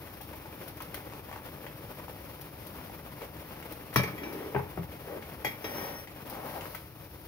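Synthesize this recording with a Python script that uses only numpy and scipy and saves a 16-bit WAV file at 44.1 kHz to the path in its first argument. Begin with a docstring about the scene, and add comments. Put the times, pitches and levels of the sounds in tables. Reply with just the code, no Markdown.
"""Wet rice simmers in a steel pot: dense coloured noise and clicks, with single bubbles and droplets on top.
A gas flame rumbles below, as low filtered noise.
A wooden spoon knocks the floor and wall (noise bursts plus dying sines) and drags through the rice
(noise through a gliding hollow resonance, with short wet bumps), so the steel rings.
Two microphone ports of a phone hear it from close by in a small kitchen."""
import sys
import numpy as np
from scipy import signal
from scipy.fft import rfft, irfft, next_fast_len
from scipy.io import wavfile
from scipy.ndimage import uniform_filter1d

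SR = 44100
rng = np.random.default_rng(int(sys.argv[2]) if len(sys.argv) > 2 else 0)


def store_wav(level_fs):
    """Save 16-bit WAV to argv[1]."""
    pcm = np.round(np.clip(np.atleast_2d(level_fs), -1, 1) * 32767)
    wavfile.write(sys.argv[1], SR, pcm.T.astype(np.int16))


N = 320871


def amp(db):
    """Decibels to amplitude factor."""
    return 10 ** (np.asarray(db) / 20)


def evened(x):
    """Scale to RMS 1."""
    return x / np.sqrt(np.mean(x ** 2) + 1e-20)


def read(points, hz):
    """Interpolate (Hz, value) points over log frequency."""
    point_hz, value = np.transpose(points)
    return np.interp(np.log(hz + 1), np.log(point_hz + 1), value)


def add(mix, start_s, sound):
    """Add a sound to the mix in place, cut at the end of the mix."""
    part = mix[round(start_s * SR):][:len(sound)]
    part += sound[:len(part)]


def coloured(x, spectrum):
    """Minimum-phase filter of energy 1: a click starts sharply and rings afterwards."""
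    hz = abs(np.fft.fftfreq(4096, 1 / SR))
    log_gain = np.log(amp(np.maximum(read(spectrum, hz), -100)))
    taps = np.fft.ifft(np.exp(np.conj(signal.hilbert(log_gain)))).real[:2048]
    return signal.oaconvolve(x, taps / np.linalg.norm(taps))[:len(x)]


def resonate(x, hz, width_hz):
    """Resonance on a fixed or gliding pitch: shift it down to 0 Hz, smooth, shift back."""
    turn = np.exp(2j * np.pi * np.cumsum(hz * np.ones(len(x))) / SR)
    pole = np.exp(-np.pi * width_hz / SR)
    smoothed = signal.lfilter([1 - pole], [1, -pole], x / turn)
    return 2 * (turn * smoothed).real


def ringing(hz, db, t60_s):
    """Half a second of summed, exponentially dying sines, one a mode."""
    t = np.arange(SR // 2)[:, None] / SR
    return (amp(db - 60 * t / t60_s) * np.sin(2 * np.pi * hz * t)).sum(1)


def grains(per_s, spread_db):
    """Random clicks of either sign, a few of them large."""
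    sign = rng.choice([-1, 1], N)
    size = amp(spread_db * np.minimum(rng.exponential(1, N), 4))
    return sign * size * (rng.random(N) < per_s / SR)


def puff(decay_s, rise_s=0.00018):
    """Noise with a linear rise and an exponential decay of at least 0.5 ms."""
    t = np.arange(SR // 8) / SR
    noise = rng.standard_normal(len(t))
    return noise * np.exp(-t / max(decay_s, .0005)) * np.minimum(t / rise_s, 1)


def uneven(size):
    """Slow noise of RMS 1: white noise smoothed twice over size samples."""
    return evened(uniform_filter1d(uniform_filter1d(rng.standard_normal(N), size), size))


def scattered_rows(count, db):
    """Random start seconds, levels near db, and pitch factors."""
    s, size, pitch = rng.random((count, 3)).T
    return s * N / SR, db + 2.2 * (size - .5), 2 ** (1.5 * pitch - .4)


# How hard the pot simmers. Each row: time in s, bubbling level in dB, fizz level in dB.
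SIMMER_LEVELS = [(0, -52.5, -53), (.65, -49, -52), (2.3, -49.5, -51), (3.8, -48, -51), (5.3, -49.5, -52),
                 (6.25, -48, -50.5), (6.7, -50.5, -48), (6.9, -53.5, -53), (7.27, -53, -52)]
# Spectrum of the small bubbles. Each row: frequency in Hz, density in dB per Hz.
BUBBLING_SPECTRUM = [(88, -35), (150, -0.5), (400, -2.5), (558, 0), (659, -5.5), (875, -5), (1590, -11),
                     (2450, -13.5), (3420, -19), (5370, -46), (8000, -33), (10400, -98), (17600, -120)]
# Spectrum of water on hot steel, including the colour of the microphone.
# Each row: frequency in Hz, density in dB per Hz.
FIZZ_SPECTRUM = [(1760, -11), (3000, -9.5), (5490, -8.5), (7410, -21), (7830, -40), (8160, -21),
                 (8750, -14), (10500, -7), (13700, -3), (15800, -3.5)]
# Spectrum of the gas flame. Each row: frequency in Hz, density in dB per Hz.
FLAME_SPECTRUM = [(12, -57), (20, -40), (40, -7.5), (65, 0), (155, -2), (189, -13), (259, -27), (300, -3.5),
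                  (390, -18.5), (660, -120)]
FLAME_DB = -51  # RMS


def simmer():
    """Many small bubbles come in clumps; fizz crackles on the hot wall; the flame rumbles steadily."""
    s, *columns = np.transpose(SIMMER_LEVELS)
    bubbling_db, fizz_db = (np.interp(np.arange(N) / SR, s, column) for column in columns)
    clumps = uneven(size=900)
    paths = []
    for path in range(2):  # spread over the whole pot, so each path carries other bubbles
        bubbles = rng.standard_normal(N) + 0.7 * evened(grains(per_s=600, spread_db=4.0))
        fizz = rng.standard_normal(N) + 0.26 * evened(grains(per_s=750, spread_db=1.0))
        flame = rng.standard_normal(N)
        paths.append(amp(bubbling_db + 1.76 * clumps) * evened(coloured(bubbles, BUBBLING_SPECTRUM))
                     + amp(fizz_db + 1.6 * clumps) * evened(coloured(fizz, FIZZ_SPECTRUM))
                     + amp(FLAME_DB) * evened(coloured(flame, FLAME_SPECTRUM)))
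    return np.array(paths)


# Larger bubbles that burst, and short wet bumps under the dragging spoon. Each row: start in s,
# peak of the body in dB, starting pitch in Hz, decay in ms, spray against body in dB before colouring.
BURST_EVENTS = [(0.07, -48.5, 1820, 4.6, 9.5), (0.203, -42, 790, 6.8, -1), (0.329, -42.5, 797, 7.5, 2),
                (0.455, -35, 840, 5.4, -18), (0.802, -33, 930, 7.1, -9), (0.942, -31, 1250, 4, -4.5),
                (1.098, -42, 1870, 3, -9), (1.121, -38.5, 1010, 4, -12), (1.135, -33.5, 825, 1.1, -21),
                (1.312, -34.5, 1000, 4.3, -8), (1.325, -38.5, 820, 6.6, 2), (1.359, -34.5, 960, 3, -18),
                (1.376, -45, 900, 3.4, -6), (1.664, -45, 920, 4.9, 11.5), (1.995, -37.5, 850, 5.7, -13),
                (2.081, -36, 850, 3.1, -7), (2.896, -36, 660, 2.3, -18), (3.215, -32.5, 354, 8.8, -6),
                (3.368, -39, 880, 2, -15), (3.625, -38, 1860, 3, -2), (3.926, -42, 1140, 8.8, 5),
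                (4.917, -46, 2170, 6.7, -5), (5.222, -42.5, 2090, 12, -9), (6.071, -41.5, 1780, 7, 1),
                (6.302, -49, 750, 4.2, -18), (6.35, -42, 700, 4.3, -18), (6.37, -51, 750, 6.1, -22),
                (6.449, -54, 730, 9.1, -18), (6.608, -33.5, 2330, 3.3, -14), (6.654, -33.5, 1290, 3.8, -18),
                (6.746, -36.5, 1220, 7.3, 2.5)]
# Spectrum of the spray of a burst. Each row: frequency in Hz, density in dB per Hz.
SPRAY_SPECTRUM = [(200, -14), (500, 12), (1200, 0), (2600, 6), (4000, -14), (7800, -23), (12000, -11),
                  (16000, -10)]
# the bursts left to chance; level and pitch scatter around these
SMALL_BURST_DB, SMALL_BURST_HZ, SMALL_BURST_MS, SMALL_SPRAY_DB = -52.5, 900, 3.7, 1


def bursts():
    """A bubble or wet bump gives a puff around a rising pitch and a little spray of noise."""
    body, spray = np.zeros(N), np.zeros(N)
    starts, levels, pitches = scattered_rows(count=16, db=SMALL_BURST_DB)
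    small = [(*row, SMALL_BURST_MS, SMALL_SPRAY_DB)
             for row in zip(starts, levels, SMALL_BURST_HZ * pitches)]
    for s, db, hz, decay_ms, spray_db in [*BURST_EVENTS, *small]:
        air = puff(decay_ms / 1000, rise_s=0.6 * decay_ms / 1000)
        pitch_rise = 1 + np.minimum(10 * np.arange(len(air)) / SR, .4)
        tone = resonate(air, hz * pitch_rise, 0.29 * hz)
        add(body, s, amp(db) * tone / abs(tone).max())
        add(spray, s, amp(db + spray_db) * air)
    return body + coloured(spray, SPRAY_SPECTRUM)


# Droplets that spit on hot steel. Each row: start in s, level in dB before colouring.
SPIT_EVENTS = [(0.212, -38.5), (0.231, -44), (0.358, -46), (0.635, -43), (0.679, -37.5), (0.77, -43),
               (0.8195, -36), (0.943, -32), (2.411, -38.5), (2.667, -39), (3.721, -36.5), (3.9386, -34.5),
               (4.328, -39.5), (6.298, -35), (6.748, -35)]
SPIT_DECAY_S = 0.0094
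SMALL_SPIT_DB = -59  # the droplets left to chance scatter around this


def spits():
    """A droplet on hot steel gives a short bright crack of noise."""
    out = np.zeros(N)
    small = zip(*scattered_rows(count=16, db=SMALL_SPIT_DB)[:2])
    for s, db in [*SPIT_EVENTS, *small]:
        add(out, s, amp(db) * puff(SPIT_DECAY_S, rise_s=0.0011))
    return coloured(out, FIZZ_SPECTRUM)


# Spoon on pot. Each row: start in s, blow level in dB, wood tone in Hz, thud against blow in dB,
# side of the grate 0 to 1, bare steel 0 to 1 (0 is rice), place 0 floor, 1 low wall, 2 high wall,
# ring level in dB, crack against blow in dB.
KNOCK_EVENTS = [(3.959, -8, 1140, -10, 0, 0.95, 0, -24.5, -8),
                (3.992, -23.5, 590, -23, 0, 1, 0.32, -37, -20),
                (4.033, -25, 1780, -3, 0.1, 0.92, 1.2, -41, -7.5),
                (4.074, -33, 1230, -4, 0, 0.7, 0.14, -47, -12),
                (4.178, -40, 1942, -30, 0, .85, 1, -38, -40), (4.232, -36, 2350, -20, 0, 0.85, 0, -35, -35),
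                (4.546, -20, 427, -7, 0, 0.25, 0, -22, -50), (4.56, -17, 830, -11, .3, 0.2, 0, -23, -55),
                (4.589, -30, 870, -4, 0, 0.2, 0, -35, -40), (4.772, -28, 400, 1, 0.64, 0.08, 0, -31.5, -45),
                (4.79, -42, 175, 10.5, 1, 0, 0, -45, -45),
                (5.446, -21, 2100, -20, 0, 1, 0.95, -29.5, -10.5),
                (5.466, -25, 1900, -24, 0, 0.8, 1, -38, -22),
                (5.642, -27.5, 2240, -29, 0, 0.93, 1.76, -34, -14)]
# Modes of the steel pot, one column a mode. Rows: frequency in Hz, floor blow in dB,
# low wall blow in dB, high wall blow in dB, rubbed in dB, t60 in s.
POT_MODES = [(415, 851, 1707, 1868, 1958, 2326, 3295, 3862, 4500, 4953, 5157, 5712, 6880, 9320, 11300, 12030, 13435, 14930),
             (-10, -13, -6, -26, -22, -1, -25, -14, -16, -30, -13, -8, -30, -18, -22, -30, -30, -24),
             (-20, -12, -18, -14, 0, -6, -6, -26, -22, -30, -19, -22, -18, -20, -15, -14, -9, -15),
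             (-14, -20, -30, -5, -24, -9, -6, -8, -30, -9, -24, -4, -30, -17, -30, -5, -13, -18),
             (-30, -14, -30, -5, -30, -15, -24, -20, -30, -13, -30, -1, -30, -7, -22, -24, 0, -4),
             (.27, .3, .18, .4, .2, .4, .22, .24, .12, .18, .22, .24, .17, .4, .15, .09, .4, .3)]
# The pot rocking on its grate, one column a mode. Rows: frequency in Hz, one side in dB,
# other side in dB, t60 in s.
GRATE_MODES = [(129, 170, 195, 88), (0, -6, -7, -14), (-12, -2, -14, -4), (.25, .2, .25, .5)]
# Spectrum of the wooden blow. Each row: frequency in Hz, density in dB per Hz.
WOOD_SPECTRUM = [(150, -36), (300, 8), (1200, -3.5), (2500, -2.5), (4000, -13.5), (6000, -17), (8000, -79)]
CLATTER_DECAY_S, CLATTER_DOUBLES_DB = 0.0016, -11  # decay at 0 dB; doubles for a blow this much softer
BARE_RISE_S, RICE_RISE_S = 0.002, 0.004  # rice softens the start of a blow
RICE_RING_DB_PER_OCTAVE = -14  # ring lost through rice, above the lowest mode
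RICE_LOWPASS_HZ = 1300  # wood lowpass through rice; 8 times higher on bare steel
SHIMMER_DECAY_S, SHIMMER_DB = 0.015, -6  # small modes of the steel, too dense to tell apart


def knocks():
    """Wood clatters on steel; the pot rings by where it is struck, rice muffles it, and the grate thuds."""
    hz, *places_db, _, t60_s = np.array(POT_MODES)
    rock_hz, one_db, other_db, rock_t60_s = np.array(GRATE_MODES)
    t = np.arange(SR // 2) / SR
    heave = 1 - np.exp(-(t / 0.0063) ** 2)  # the heavy pot takes a moment to move
    swing = 1 - np.exp(-t / 0.0017)  # the steel swings freely once the spoon has left it
    clatter, ring = np.zeros((2, N))
    for s, db, wood_hz, thud_db, side, bare, place, ring_db, crack_db in KNOCK_EVENTS:
        rise_s = np.interp(bare, (0, 1), (RICE_RISE_S, BARE_RISE_S))
        blow = puff(CLATTER_DECAY_S * 2 ** (db / CLATTER_DOUBLES_DB), rise_s)

        mode_db = np.array([np.interp(place, (0, 1, 2), column) for column in np.transpose(places_db)])
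        rice_db = RICE_RING_DB_PER_OCTAVE * (1 - bare) * np.log2(hz / hz[0])
        add(ring, s, swing * ringing(hz, ring_db + mode_db + rice_db, t60_s))

        rock_db = thud_db + one_db + side * (other_db - one_db)
        sound = heave * ringing(rock_hz, rock_db, rock_t60_s)

        tone = resonate(blow, wood_hz, 0.086 * wood_hz)
        wood = .5 * tone / abs(tone).max() + amp(-3.0) * coloured(blow, WOOD_SPECTRUM)
        lowpass = signal.butter(3, RICE_LOWPASS_HZ * 8 ** np.clip(bare, 0, 1), fs=SR)
        add(sound, 0, signal.lfilter(*lowpass, wood))

        crack = coloured(blow + amp(SHIMMER_DB) * puff(SHIMMER_DECAY_S), FIZZ_SPECTRUM)
        crack = signal.lfilter([1], [1, -.65], crack)  # duller than a spitting droplet
        add(sound, 0, amp(crack_db) * crack)
        add(clatter, s, amp(db) * sound)
    return clatter, ring


# Strokes of the spoon through the rice. Each row: start in s, length in s, share of length to the
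# hardest push, drag level in dB, first hollow in Hz, last hollow in Hz, rice rustle against hollow
# in dB, wet swish level in dB, steel singing level in dB.
STROKE_EVENTS = [(4.07, 0.575, 0.45, -40.5, 285, 415, -2, -53.5, -64),
                 (5.034, 0.18, 0.64, -40, 408, 435, -10, -75, -80),
                 (5.606, 0.42, 0.45, -39.5, 497, 570, 13, -45, -47),
                 (6.278, 0.15, 0.65, -43, 580, 666, -10, -57, -73),
                 (6.389, 0.38, 0.23, -41, 670, 560, -3, -48.5, -73)]
EASE_DB = -15.5  # push at both ends against the hardest, before the end fades
LUMPS_DB = 1.3  # RMS unevenness from lumps of rice
BLURRED_HZ = 620  # a hollow this high is as wide as it is high


def strokes():
    """The spoon slips unevenly over grains and steel: hollow rumble, wet swish, faintly singing pot."""
    hz, *_, rubbed_db, t60_s = np.array(POT_MODES)
    drag, rub = np.zeros(N), np.zeros(N)
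    slips = rng.standard_normal(N) + 1.1 * evened(grains(per_s=700, spread_db=2.0))
    slips *= amp(LUMPS_DB * uneven(size=1200))
    for (s, length_s, share, drag_db, first_hz, last_hz,
         rustle_db, swish_db, sing_db) in STROKE_EVENTS:
        u = np.linspace(0, 1, round(length_s * SR))
        ease = np.interp(u, (0, np.clip(share, .05, .95), 1), (1, 0, 1)) ** 2
        push = amp(EASE_DB * ease) * signal.windows.tukey(len(u), .15)

        slip = slips[round(s * SR):][:len(u)]
        hollow_hz = first_hz + (last_hz - first_hz) * u
        width_hz = hollow_hz.mean() ** 2 / BLURRED_HZ
        hollow = resonate(resonate(slip, hollow_hz, width_hz), hollow_hz, width_hz)
        rustle = evened(coloured(slip, BUBBLING_SPECTRUM))
        rumble = evened(evened(hollow) + amp(rustle_db) * rustle)
        swish = evened(coloured(rng.standard_normal(len(u)), FIZZ_SPECTRUM))
        add(drag, s, (amp(drag_db) * rumble + amp(swish_db) * swish) * push)
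        add(rub, s, amp(sing_db) * slip * push)
    song = ringing(hz, rubbed_db, t60_s)
    return drag, signal.oaconvolve(rub, song / np.linalg.norm(song))[:N]


# Decay of the kitchen before stretching. Each row: frequency in Hz, t60 in s.
KITCHEN_DECAY = [(100, 0.27), (500, 0.44), (2000, 0.38), (6000, 0.25), (14000, 0.31)]


def tail(stretch):
    """Kitchen reverberation: noise of energy 1 whose bands die at stretched t60."""
    hz, t, z = signal.stft(rng.standard_normal(SR // 2), SR, nperseg=128)
    decay_db = -60 * t / (stretch * read(KITCHEN_DECAY, hz)[:, None])
    out = signal.istft(z * amp(decay_db), SR, nperseg=128)[1]
    return out / np.linalg.norm(out)


def scene():
    """Row 0 is the sound at the phone, row 1 the sound that comes along other paths."""
    (clatter, ring), (drag, song) = knocks(), strokes()
    wet = bursts() + spits()
    delayed_tail = np.pad(tail(0.98), (150, 0))  # 150 samples late
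    room = amp(-9.0) * signal.oaconvolve(0.9 * clatter + wet, delayed_tail)[:N]
    near = clatter + wet + room + drag
    scattered = signal.oaconvolve(near, tail(0.49))[:N]
    steel = signal.hilbert(ring + song)  # row 1 carries each mode a quarter turn apart, at even strength
    return np.array([near + steel.real, scattered + steel.imag]) + simmer()


# Likeness of the two ports. Each row: frequency in Hz, left-right likeness 0 to 1.
PORT_LIKENESS = [(60, 0.94), (200, 1), (400, 0.82), (800, 0.69), (1500, 0.77), (5000, 0.16), (9000, 0.087),
                 (15000, 0.065)]
# Phase between the ports. Each row: frequency in Hz, lead of the left port in radians.
LEFT_LEAD = [(0, 0), (900, 0.89), (1640, 1.5), (2400, 0.88), (3700, 4.5), (5800, 7.5), (8100, 17),
             (16000, 34)]
# Level between the ports. Each row: frequency in Hz, left over right in dB.
LEFT_OVER_RIGHT = [(60, 0), (110, 4), (200, 1), (380, 0), (700, 5.5), (1290, 4), (2380, 0.5), (4400, -0.5),
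                   (8120, -1.5), (15000, 14.5)]
EDGE_HZ = 15750  # upper band limit


def record(dry):
    """The right port hears the pot later, duller, partly scattered; small capsules lose deep bass."""
    size = next_fast_len(N + SR)
    hz = np.fft.rfftfreq(size, 1 / SR)
    near, scattered = rfft(dry, size)
    same = np.clip(read(PORT_LIKENESS, hz), 0, 1)
    tilt = amp(-read(LEFT_OVER_RIGHT, hz))
    turn = np.exp(-1j * np.interp(hz, *np.transpose(LEFT_LEAD)))
    right = tilt * turn * (same * near + np.sqrt(1 - same ** 2) * scattered)
    balance = 2 / np.sqrt(1 + tilt ** 2 + tilt)
    bass_cut = 1 / np.sqrt(1 + (45 / (hz + 1)) ** 4)
    ports = irfft(np.array([near, right]) * balance * bass_cut, size)[:, :N]
    lowpass = signal.firwin(511, EDGE_HZ, window=("kaiser", 9), fs=SR)
    return signal.oaconvolve(ports, lowpass[None], "same")


dry = scene()
out = record(dry)
store_wav(out)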